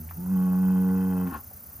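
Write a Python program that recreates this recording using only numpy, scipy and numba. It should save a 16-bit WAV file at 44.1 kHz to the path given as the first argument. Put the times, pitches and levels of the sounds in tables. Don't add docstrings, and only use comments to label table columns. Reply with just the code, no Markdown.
import sys
import numpy as np
from scipy import signal
from scipy.fft import rfft, irfft
from scipy.io import wavfile
from scipy.ndimage import uniform_filter1d
from numba import njit

SR = 44100
rng = np.random.default_rng(int(sys.argv[2]) if len(sys.argv) > 2 else 0)


def wav_out(sig):
    wavfile.write(sys.argv[1], SR, np.round(np.clip(np.atleast_2d(sig).T, -1, 1) * 32767).astype(np.int16))


N = 79380

# time in seconds, pitch in Hz.
FOLD_PITCH = [(0, 78.4), (.05, 77.6), (.1, 87), (.16, 82), (.2, 86), (.245, 91), (.32, 94.5), (.37, 92.1),
              (.5, 91.9), (.63, 93.2), (.8, 92.6), (.98, 93.9), (1.12, 92.4), (1.24, 90.7), (1.29, 86),
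              (1.34, 79), (1.4, 68.6)]
# time in seconds, roughness from 0 to 1.
FOLD_ROUGHNESS = [(0, 0.03), (.13, 0), (.18, 0.3), (.27, 0.14), (.35, 0.05), (1.23, 0.06), (1.27, 0.35),
                  (1.33, 0.75)]


def bellow(jitter=0.061):
    rough, = curve(FOLD_ROUGHNESS)
    pitch = curve(FOLD_PITCH)[0] * (1 + jitter * rough * walk(110))
    cycles = np.cumsum(pitch) / SR
    return chest_and_throat(cycles, pitch, rough) + muzzle_buzz(cycles, pitch)


# time in seconds, chest level in dB, throat level in dB,
# the frequency the throat rings at in Hz.
LOW_VOICE = [(0, -40, -39, 183.3), (.05, -41, -49, 213), (.085, -39.5, -55, 167), (.155, -40, -57.5, 171),
             (.182, -47.5, -34.5, 168), (.25, -47, -32.5, 186), (.33, -45, -22, 189.3),
             (.52, -44, -22.5, 190), (.69, -43, -20.5, 190), (.95, -40, -23, 206), (1.15, -40, -25, 208),
             (1.24, -40, -26, 204), (1.285, -46, -31, 219), (1.33, -43.5, -43.5, 271),
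             (1.375, -45, -45, 245.5), (1.41, -81, -87, 272)]


def chest_and_throat(cycles, pitch, rough, width_hz=24.9, top_hz=340, shimmer_db=4):
    chest_db, throat_db, throat_hz = curve(LOW_VOICE)
    harmonic = np.arange(2, 7)[:, None]
    hz = harmonic * pitch
    gain = 1 / (throat_hz ** 2 - hz ** 2 + 1j * hz * width_hz)
    gain /= np.sqrt(1 + (hz / top_hz) ** 4)
    throat = (gain * np.exp(2j * np.pi * harmonic * cycles)).real.sum(0)
    throat /= np.sqrt((abs(gain) ** 2).sum(0))
    throat *= undb(throat_db + shimmer_db * rough * walk(120))
    chest = -undb(chest_db) * np.cos(2 * np.pi * cycles)
    return np.sqrt(2) * (chest + throat)


# time in seconds, buzz level in dB, level of the nose's ring in dB.
BUZZ_LEVELS = [(0, -69, -53), (.08, -64, -86), (.15, -63, -55), (.19, -60.5, -45.5), (.29, -53, -51.5),
               (.38, -49.5, -47.5), (.56, -47.5, -49), (.7, -47, -46), (.93, -46.5, -40), (1.1, -45.5, -43),
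               (1.24, -44.5, -43.5), (1.275, -51.5, -54), (1.335, -50.5, -65), (1.4, -80, -101)]
# frequency in Hz once the jaw is open, width in Hz, relative level in dB.
MOUTH_RINGS = [(900, 540, 0), (1400, 240, -3)]
MUZZLE_RINGS = [(559.3, 9.3, -5.5), (648, 61, -3.5), (836.2, 36, 2), (1372, 29, -11.5), (1480, 36, -1.5)]
WHEEZE_RINGS = [(1990, 110, -1.5), (2603, 140, -3.5), (3070, 88, -3)]
NOSTRIL_RINGS = [(475, 210, -9.5), (825, 158, 1), (1070, 74, 8), (1390, 165, 0.5), (1730, 130, -5),
                 (2680, 640, -20), (4230, 1100, -27.5)]
JAW_START_S, JAW_OPEN_S = 0.21, 0.311


def muzzle_buzz(cycles, pitch, click_top_hz=1650, rasp_db=2.4, puff_cycles=.14, nose_hz=461.2):
    buzz_db, nose_db = curve(BUZZ_LEVELS)
    clicks = sum(np.cos(2 * np.pi * k * cycles) / np.sqrt(1 + (k * pitch / click_top_hz) ** 16)
                 for k in range(3, 26))
    strength = undb(rasp_db * rng.standard_normal(400))[np.round(cycles).astype(int)]
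    puffs = rng.standard_normal(N) * np.exp(-(cycles % 1) / puff_cycles)
    jaw, = curve([(JAW_START_S, 0.8), (JAW_OPEN_S, 1)])
    voiced = unit(cavity(clicks * strength, MOUTH_RINGS + MUZZLE_RINGS, np.sqrt(jaw)))
    breath = .45 * unit(cavity(puffs, NOSTRIL_RINGS, jaw))
    wheeze = undb(-17) * unit(cavity(puffs, WHEEZE_RINGS))
    nose = undb(nose_db) * unit(cavity(clicks, [(nose_hz, 36, 0)], jaw))
    return undb(buzz_db) * (voiced + breath + wheeze) + nose + lip_ring(clicks)


# time in seconds, level in dB.
LIP_LEVEL = [(.15, -91), (.185, -60.5), (.3, -62.5), (.35, -57), (.45, -49.5), (.52, -52), (.58, -51),
             (.66, -81.5)]


def lip_ring(clicks, shut_hz=870, open_hz=1076, width_hz=75):
    db, = curve(LIP_LEVEL)
    hz, = curve([(JAW_START_S, shut_hz), (0.32, open_hz)])
    return undb(db) * unit(cavity(clicks, [(hz, width_hz, 0)]))


# time in seconds, level in dB.
SNORT_LEVEL = [(1.17, -100), (1.25, -53), (1.275, -47), (1.315, -46), (1.33, -40.5), (1.35, -34.8),
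               (1.368, -38.5), (1.376, -44), (1.393, -47.5), (1.405, -59), (1.47, -76)]


def snort(flap_hz=140, flap_depth=.6, flutter_db=0.5):
    db, = curve(SNORT_LEVEL)
    flaps = np.cumsum(flap_hz * undb(2 * walk(200))) / SR
    air = rng.standard_normal(N) * (1 + flap_depth * np.cos(2 * np.pi * flaps)) ** 2
    return undb(db + flutter_db * walk(150)) * unit(cavity(air, NOSTRIL_RINGS))


# start in seconds, peak level in dB, frequency in Hz, width in Hz.
MOUTH_SMACKS = [(0.0892, -44, 2000, 1100), (0.0945, -46.5, 2400, 1300), (0.11, -33.5, 1110, 900),
                (1.272, -37.5, 1250, 1550), (1.511, -47.5, 606, 434)]


def smacks(tail_gain=0.086, decay_s=0.01):
    out = np.zeros(N)
    for start, db, hz, width in MOUTH_SMACKS:
        age = np.arange(N) - int(start * SR)
        tail = (age > 0) * np.exp(-abs(age) / SR / decay_s) * rng.standard_normal(N)
        push = (age == 0) + tail_gain * tail
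        click = cavity(ring(push, hz, 2 * width), [(hz, width, 0)])
        out += undb(db) * click / abs(click).max()
    return out


# frequency in Hz, width in Hz, level in dB,
# peak of the first wing stroke in seconds, depth of the pulsing from 0 to 1.
INSECT_SONGS = [(14200, 2950, -47.2, .016, 0.79), (14400, 2600, -54.5, 0.023, 0.85),
                (10100, 2300, -56.7, 0.0024, 0.55), (6320, 190, -67, 0.066, 0.41)]
STROKES_PER_SECOND = (30.9, 19.6, 61.9, 9.9)


def insects(rise=.58, fall=.16, drift=.03, scatter_db=2.0, right_lag_ms=.287):
    freqs, t = np.fft.rfftfreq(N, 1 / SR), np.arange(N) / SR
    song = np.zeros(N)
    for (hz, width, db, first, depth), rate in zip(INSECT_SONGS, STROKES_PER_SECOND):
        strokes = rate * (t - first + drift * np.cumsum(walk(24)) / SR) + rise
        force = undb(scatter_db * rng.standard_normal(200))[np.floor(strokes).astype(int)]
        swell = force * np.interp(strokes % 1, [0, rise, rise + fall], [0, 1, 0])
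        scrape = noise(1 / np.sqrt(1 + (2 * (freqs - hz) / width) ** 8))
        song += undb(db) * unit(scrape * (1 - depth + depth * swell))
    right = irfft(rfft(song) * np.exp(-2j * np.pi * freqs * right_lag_ms / 1000), N)
    return np.array([song, right])


# frequency in Hz, relative level in dB.
FIELD_TONE = [(25, -26), (48, -12.5), (70, 1.5), (92, -0.5), (120, -8), (170, -10), (260, -11.5),
              (340, -24), (600, -21.5), (1000, -26), (1400, -25), (1900, -30.5), (3600, -40), (5000, -30),
              (8000, -31.5), (12000, -42.5)]
# frequency in Hz, level in dB against the sound they share.
FIELD_SPREAD = [(60, -17), (250, -11.5), (600, -1), (1400, 2.5), (2500, -22), (7000, -95.5)]


def field(level_db=-50.5):
    tone = undb(spectrum(FIELD_TONE)[0])
    spread = undb(spectrum(FIELD_SPREAD)[0])
    side = irfft(rfft(noise(tone)) * spread, N)
    return undb(level_db) * (noise(tone) + np.array([side, -side]))


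def undb(db):
    return 10 ** (np.asarray(db) / 20)


def unit(x):
    return x / np.sqrt(np.mean(x ** 2) + 1e-18)


def curve(table):
    times, *columns = np.array(table, float).T
    return [np.interp(np.arange(N) / SR, times, col) for col in columns]


def spectrum(table):
    hz, *columns = np.array(table, float).T
    log_freqs = np.log(np.fft.rfftfreq(N, 1 / SR) + 1)
    return [np.interp(log_freqs, np.log(hz), col) for col in columns]


def noise(gain):
    return unit(irfft(rfft(rng.standard_normal(N)) * gain, N))


def walk(rate):
    hold = max(int(SR / rate), 1)
    steps = np.repeat(rng.standard_normal(N)[:N // hold + 1], hold)[:N]
    return unit(uniform_filter1d(uniform_filter1d(steps, hold), hold))


@njit
def band_pass(x, hz, width):
    out, band_state, low_state = np.empty(len(x)), 0., 0.
    for i in range(len(x)):
        tuning, damping = np.tan(np.pi * hz[i] / SR), width / hz[i]
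        band = (band_state + tuning * (x[i] - low_state)) / (1 + tuning * (tuning + damping))
        band_state = 2 * band - band_state
        low_state += 2 * tuning * band
        out[i] = damping * band
    return out


def ring(x, hz, width):
    return band_pass(x + 1e-18, hz * np.ones(N), float(width))


def cavity(x, rings, scale=1):
    return sum(undb(db) * ring(ring(x, hz * scale, width), hz * scale, width) for hz, width, db in rings)


# frequency in Hz, left level minus right level in dB,
# how far the left ear's wave is ahead in radians.
BULL_DIRECTION = [(190, -1, -0.16), (266, 1.5, -0.3), (456, -1, -0.19), (770, 4, -0.14), (1100, 4.5, -0.77),
                  (1430, 3, -1.3), (2000, 0.5, 0)]


def scene():
    bull = rfft(bellow() + snort() + smacks())
    pan_db, lead = spectrum(BULL_DIRECTION)
    to_left = undb(pan_db / 2) * np.exp(.5j * lead)
    return irfft(np.array([bull * to_left, bull / to_left]), N) + insects() + field()


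def record(dry, top_hz=16000):
    return signal.sosfilt(signal.ellip(10, .2, 80, top_hz, fs=SR, output="sos"), dry)


dry = scene()
out = record(dry)
wav_out(out)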